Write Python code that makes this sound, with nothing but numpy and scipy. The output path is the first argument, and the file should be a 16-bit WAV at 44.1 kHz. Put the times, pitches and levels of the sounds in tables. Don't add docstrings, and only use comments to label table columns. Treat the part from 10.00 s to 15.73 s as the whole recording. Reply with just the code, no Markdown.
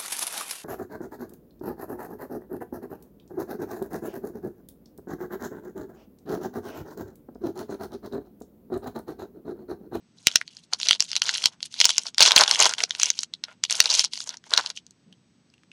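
import sys
import numpy as np
from scipy import signal
from scipy.fft import rfft, irfft
from scipy.io import wavfile

SR = 44100
rng = np.random.default_rng(int(sys.argv[2]) if len(sys.argv) > 2 else 0)


def digitize_waveform(pressure):
    field = np.atleast_2d(pressure).T
    bounded = np.clip(field, -1, 1)
    quanta = np.round(bounded * 32767).astype(np.int16)
    wavfile.write(sys.argv[1], SR, quanta)


N = 252574

# frequency_hz, density_db
ROOM_SPECTRUM = [(30, -30), (70, -11), (170, -2.5), (300, -9), (600, -22.5), (1200, -25.5), (6500, -27.5),
                 (7600, -43), (9000, -47), (14000, -63.5)]
# frequency_hz, rms_db
STEADY_TONES = [(240, -74), (8000, -82.5)]
# start_s, hold_s, film_crackle_db, paper_slip_db
HAND_MOVES = [(0.174, 0.091, -59.5, -63), (0.267, 0.14, -46, -39), (0.466, 0.13, -56.5, -62),
              (0.629, 0.012, -53.5, -66), (0.733, 0.0058, -37.5, -23), (0.79, 0.076, -41.5, -47),
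              (0.852, 0.1, -36, -29), (1.01, 0.097, -43.5, -57), (1.107, 0.096, -49, -53),
              (1.24, 0.076, -31.5, -34), (1.333, 0.055, -33, -35), (1.413, 0.068, -37, -34.5),
              (1.526, 0.0085, -54.5, -38), (1.633, 0.025, -39, -54), (1.724, 0.068, -42.5, -48),
              (1.798, .11, -26.5, -35), (1.894, 0.14, -40.5, -45.5), (2.055, 0.029, -38, -33.5),
              (2.208, 0.068, -14, -11), (2.28, .07, -27.5, -21), (2.363, 0.066, -22.5, -12),
              (2.464, 0.26, -32.5, -25), (2.6, 0.07, -18, -12), (2.712, 0.077, -52.5, -46),
              (2.79, 0.049, -32, -26), (2.888, 0.086, -50, -37.5), (2.997, 0.091, -29.5, -34),
              (3.134, 0.099, -41, -48), (3.483, 0.042, -59.5, -38.5), (3.71, 0.16, -30.5, -30),
              (3.898, 0.1057, -23.5, -28.5), (3.987, 0.023, -20.5, -38.5), (4.041, 0.012, -30.5, -54),
              (4.125, 0.12, -44.5, -62), (4.269, 0.076, -44, -38), (4.458, 0.015, -54, -41),
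              (4.515, .06, -33.5, -29), (4.577, 0.021, -29, -18.5), (4.608, 0.1, -42.5, -36.5),
              (4.767, 0.01, -42, -49)]
# frequency_hz, density_db
FILM_SPECTRUM = [(150, -35.5), (300, -19), (700, -10.5), (1800, -4.5), (3300, -0.5), (4800, -1.5),
                 (6500, -1), (7500, -9), (11300, -13), (12600, -44.5), (16000, -58.5)]
# frequency_hz, width_hz, gain_db
PAPER_MODES = [(251.5, 74, -13.5), (506, 93, -8.5), (679, 150, -4.5), (900, 460, 1), (1400, 350, -3),
               (1850, 1000, -8.5)]
# start_s, peak_db, ring_hz
CREASE_SNAPS = [(0.2702, 9, 4400), (0.304, -28, 3240), (0.315, -20, 3980), (0.3573, 6.5, 5250),
                (0.3817, -27, 5500), (0.4138, -16.5, 1750), (0.478, -24, 4240), (0.5688, -25, 4940),
                (0.7345, -2, 4920), (0.8007, -14, 4830), (0.814, -14, 4060), (0.831, -7.5, 4400),
                (0.8706, -10, 3820), (0.8859, -2, 4450), (0.892, -3, 4330), (0.9095, 2.5, 3220),
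                (0.9304, -3, 3500), (0.9502, -16, 4200), (0.959, -26, 3580), (0.998, -14, 3700),
                (1.0048, 1.5, 5140), (1.0237, -9, 5200), (1.1158, -13, 4930), (1.131, -12, 4000),
                (1.1544, -10, 4180), (1.1643, -2, 4100), (1.1696, -11.5, 3570), (1.2191, -1.5, 3850),
                (1.256, -15, 3720), (1.2919, -3.5, 3360), (1.339, -14, 3980), (1.3522, -11, 4240),
                (1.3584, -15, 4000), (1.3808, -12, 3700), (1.4401, -6, 3870), (1.457, 4.5, 3860),
                (1.605, -28.5, 3280), (1.6287, -11, 4500), (1.7409, -18, 3650), (1.8022, 0, 4870),
                (1.813, 1.5, 3750), (1.8438, 2, 3560), (1.854, 11, 5400), (1.892, -5, 4470),
                (1.9674, -19, 5330), (1.9811, 3, 6040), (2.0673, -14, 4760), (2.1454, -21, 4440),
                (2.1819, -0.5, 4430), (2.1936, -10, 4070), (2.206, 5, 4270), (2.2177, -4.5, 3870),
                (2.224, 8, 4500), (2.2607, 3, 4430), (2.2769, -4, 4340), (2.2855, -2, 4800),
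                (2.3091, -3.5, 3450), (2.3184, 3, 3900), (2.3619, 8, 4500), (2.3656, 7.5, 3930),
                (2.3783, 7, 2870), (2.3907, 0.5, 4440), (2.4017, -8, 4270), (2.409, 3, 4700),
                (2.4363, 1.5, 4040), (2.478, -5.5, 3756), (2.5114, 1, 4900), (2.5475, -9, 3910),
                (2.5573, -8, 3030), (2.611, 0.5, 4050), (2.6327, -3, 5350), (2.6444, -3, 5050),
                (2.6553, 2.5, 4640), (2.6928, -11.5, 6800), (2.7374, -8, 4720), (2.7827, -15.5, 3485),
                (2.804, -10, 2500), (2.8366, -2, 4830), (2.9076, -8.5, 3600), (2.95, -13.5, 2950),
                (2.9984, -7, 5100), (3.0321, 3.5, 5450), (3.1027, 0.5, 5700), (3.19, -6.5, 4660),
                (3.2325, -13.5, 6050), (3.3375, -15, 4010), (3.4384, -12, 4120), (3.6379, -1, 5250),
                (3.6503, -14, 3800), (3.6982, -11, 4300), (3.7085, -7.5, 6860), (3.7159, -12.5, 3370),
                (3.7252, -7, 5960), (3.8027, 8, 4500), (3.8573, -3.5, 4120), (3.9938, 1, 5030),
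                (4.041, -9.5, 5500), (4.0469, -6.5, 5700), (4.1344, -11.5, 4700), (4.156, -20.5, 3770),
                (4.1751, -18.5, 4570), (4.2038, -14.5, 4300), (4.2919, -12, 5900), (4.342, -26.5, 4440),
                (4.37, -24.5, 5830), (4.44, -34, 1400), (4.5074, -20.5, 5940), (4.5369, 1, 3940),
                (4.576, 2.5, 4770), (4.6614, -11, 4040), (4.6713, -21, 4650), (4.7016, -12.5, 4670),
                (4.8657, -32.5, 5360), (4.9084, -35, 9100)]
# start_s, end_s, frequency_hz, top_rms_db
FAR_BUMP = (5.055, 5.15, 180, -52)
# start_s, peak_db, ring_hz
CAP_TICKS = [(5.1262, -39, 3310), (5.5007, -49.5, 4780), (5.5378, -46.5, 2690), (5.58, -49, 2560),
             (5.6342, -45.5, 1400), (5.7157, -35.5, 2580)]

ROOM_TONE_DB = -64
ONSET_DB_PER_S, SETTLE_DB_PER_S = 1198.5, 1001
BEFORE_DB_PER_S, AFTER_DB_PER_S = 2497.5, 700.5
AFTER_FILM_DB, AFTER_PAPER_DB = -37.5, -32
SLIP_MS, FACET_Q = 1, 2.6
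KNOCK_DB, GRIP_SWING_DB = 0.5, 3.5
ROOM_T60_S, ROOM_DB = 0.058, -41
ECHO_S, ECHO_DB = 0.012, -45.5
CUTOFF_HZ = 16800


def from_db(db):
    return 10 ** (np.asarray(db) / 20)


def rms_one(x):
    return x / np.sqrt(np.mean(x ** 2) + 1e-20)


def colour(x, spectrum, size=2048):
    hz, db = np.transpose(spectrum)
    grid = np.maximum(np.arange(size // 2 + 1) * SR / size, 1)
    magnitude = from_db(np.interp(np.log(grid), np.log(hz), db))
    cepstrum = irfft(np.log(magnitude))
    cepstrum[1:size // 2] *= 2
    cepstrum[size // 2 + 1:] = 0
    impulse_response = irfft(np.exp(rfft(cepstrum)))
    return signal.fftconvolve(x, impulse_response)[:len(x)]


def resonate(x, hz, width_hz):
    r = np.exp(-np.pi * width_hz / SR)
    feedforward = [(1 - r * r) / 2, 0, (r * r - 1) / 2]
    feedback = [1, -2 * r * np.cos(2 * np.pi * hz / SR), r * r]
    return signal.lfilter(feedforward, feedback, x + 1e-18)


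def drift(rate_hz):
    r = np.exp(-2 * np.pi * rate_hz / SR)
    wander = signal.lfilter([1], [1, -2 * r, r * r], rng.standard_normal(N + SR))
    return rms_one(wander[SR:])


def room_tone():
    return from_db(ROOM_TONE_DB) * rms_one(colour(rng.standard_normal(N), ROOM_SPECTRUM))


def hum_and_whine():
    t = np.arange(N) / SR
    return sum(np.sqrt(2) * from_db(db) * np.sin(2 * np.pi * hz * t) for hz, db in STEADY_TONES)


def activity(move_db, after_db):
    t = np.arange(0, N + 64, 64) / SR
    start, hold = np.transpose(HAND_MOVES)[:2, :, None]
    snap_s, peak_db = np.transpose(CREASE_SNAPS)[:2, :, None]
    onset = ONSET_DB_PER_S * np.maximum(start - t, 0)
    settling = SETTLE_DB_PER_S * np.maximum(t - start - hold, 0)
    moves = move_db[:, None] - onset - settling
    slope = np.where(t >= snap_s, AFTER_DB_PER_S, BEFORE_DB_PER_S)
    trails = peak_db + after_db - slope * np.abs(t - snap_s)
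    power = np.sum(from_db(2 * moves), axis=0) + np.sum(from_db(2 * trails), axis=0) + 1e-12
    return np.interp(np.arange(N) / SR, t, 10 * np.log10(power))


def clicks(per_s, spread_db):
    sizes = from_db(spread_db * np.minimum(rng.exponential(1, N), 4))
    signs = rng.choice([-1, 1], N)
    return sizes * signs * (rng.random(N) < per_s / SR)


def crackle(level_db):
    slips = clicks(600 * from_db(5 * drift(74)), spread_db=4.0)
    rub = from_db(-8 + 5 * drift(40))
    dealt = rng.integers(0, 10, N)
    fade = np.exp(-1000 / SLIP_MS / SR)
    rings = np.zeros(N)
    for k, hz in enumerate(np.geomspace(2600, 9000, 10)):
        slip_envelope = rms_one(signal.lfilter([1], [1, -fade], np.abs(slips) * (dealt == k)))
        drive = rng.standard_normal(N) * (slip_envelope + rub)
        ring = resonate(resonate(drive, hz, hz), hz, hz / FACET_Q)
        rings += from_db(2.9 * drift(8.2)) * ring
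    mix = rms_one(rings) + from_db(-19.5) * rms_one(slips)
    return from_db(level_db) * rms_one(colour(mix, FILM_SPECTRUM))


def creak(level_db, knocks):
    slips = rms_one(clicks(1200 * from_db(1.3 * drift(22)), spread_db=5.0))
    drive = from_db(level_db) * slips + from_db(KNOCK_DB) * knocks
    creaking = np.zeros(N)
    for hz, width_hz, gain_db in PAPER_MODES:
        ring = resonate(resonate(drive, hz, 3 * width_hz), hz, width_hz)
        creaking += from_db(gain_db + GRIP_SWING_DB * drift(7.2)) * ring
    return creaking


def snaps(rows, length_ms, sharpness, broad_db, size=1024):
    out = np.zeros(N + size)
    ms = np.arange(size) / SR * 1000
    for start_s, peak_db, ring_hz in rows:
        decay_ms = length_ms * from_db(rng.normal(0, 3.0))
        burst = rng.standard_normal(size) * np.minimum(ms / 0.16, 1) * np.exp(-ms / decay_ms)
        ring = resonate(burst, ring_hz, ring_hz / sharpness)
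        sound = colour(ring + from_db(broad_db) * burst, FILM_SPECTRUM)
        at = round(start_s * SR)
        out[at:at + size] += from_db(peak_db) * sound / np.abs(sound).max()
    return out[:N]


def room(x):
    t = np.arange(SR // 4) / SR
    tail = from_db(ROOM_DB - 60 * t / ROOM_T60_S) * np.clip(t / 0.0013, 0, 1)
    echo = from_db(ECHO_DB) * np.exp(-((t - ECHO_S) / 0.0007) ** 2)
    reflections = rms_one(resonate(rng.standard_normal(len(t)), 3500, 5000)) * (tail + echo)
    return signal.fftconvolve(x, reflections)[:N]


def far_bump():
    t = np.arange(N) / SR
    start, end, hz, db = FAR_BUMP
    shape = np.sin(np.pi * np.clip((t - start) / (end - start), 0, 1))
    noise = resonate(resonate(rng.standard_normal(N), hz, hz / 2), hz, hz / 2)
    return from_db(db) * shape * rms_one(noise)


def scene():
    background = room_tone() + hum_and_whine()
    film_db, paper_db = np.transpose(HAND_MOVES)[2:]
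    creases = snaps(CREASE_SNAPS, length_ms=0.89, sharpness=2.6, broad_db=-23.5)
    tearing = crackle(activity(film_db, AFTER_FILM_DB))
    flexing = creak(activity(paper_db, AFTER_PAPER_DB), creases)
    cap = snaps(CAP_TICKS, length_ms=1.6, sharpness=6.7, broad_db=-16.5)
    direct = creases + tearing + flexing + cap
    return (direct + room(direct) + background + far_bump())[None]


def record(dry):
    clipped = np.clip(dry, -1, 1)
    band = signal.butter(2, [70, 12500], "band", fs=SR, output="sos")
    top_cut = signal.cheby2(10, 60, CUTOFF_HZ, fs=SR, output="sos")
    return signal.sosfilt(top_cut, signal.sosfilt(band, clipped))


dry = scene()
out = record(dry)
digitize_waveform(out)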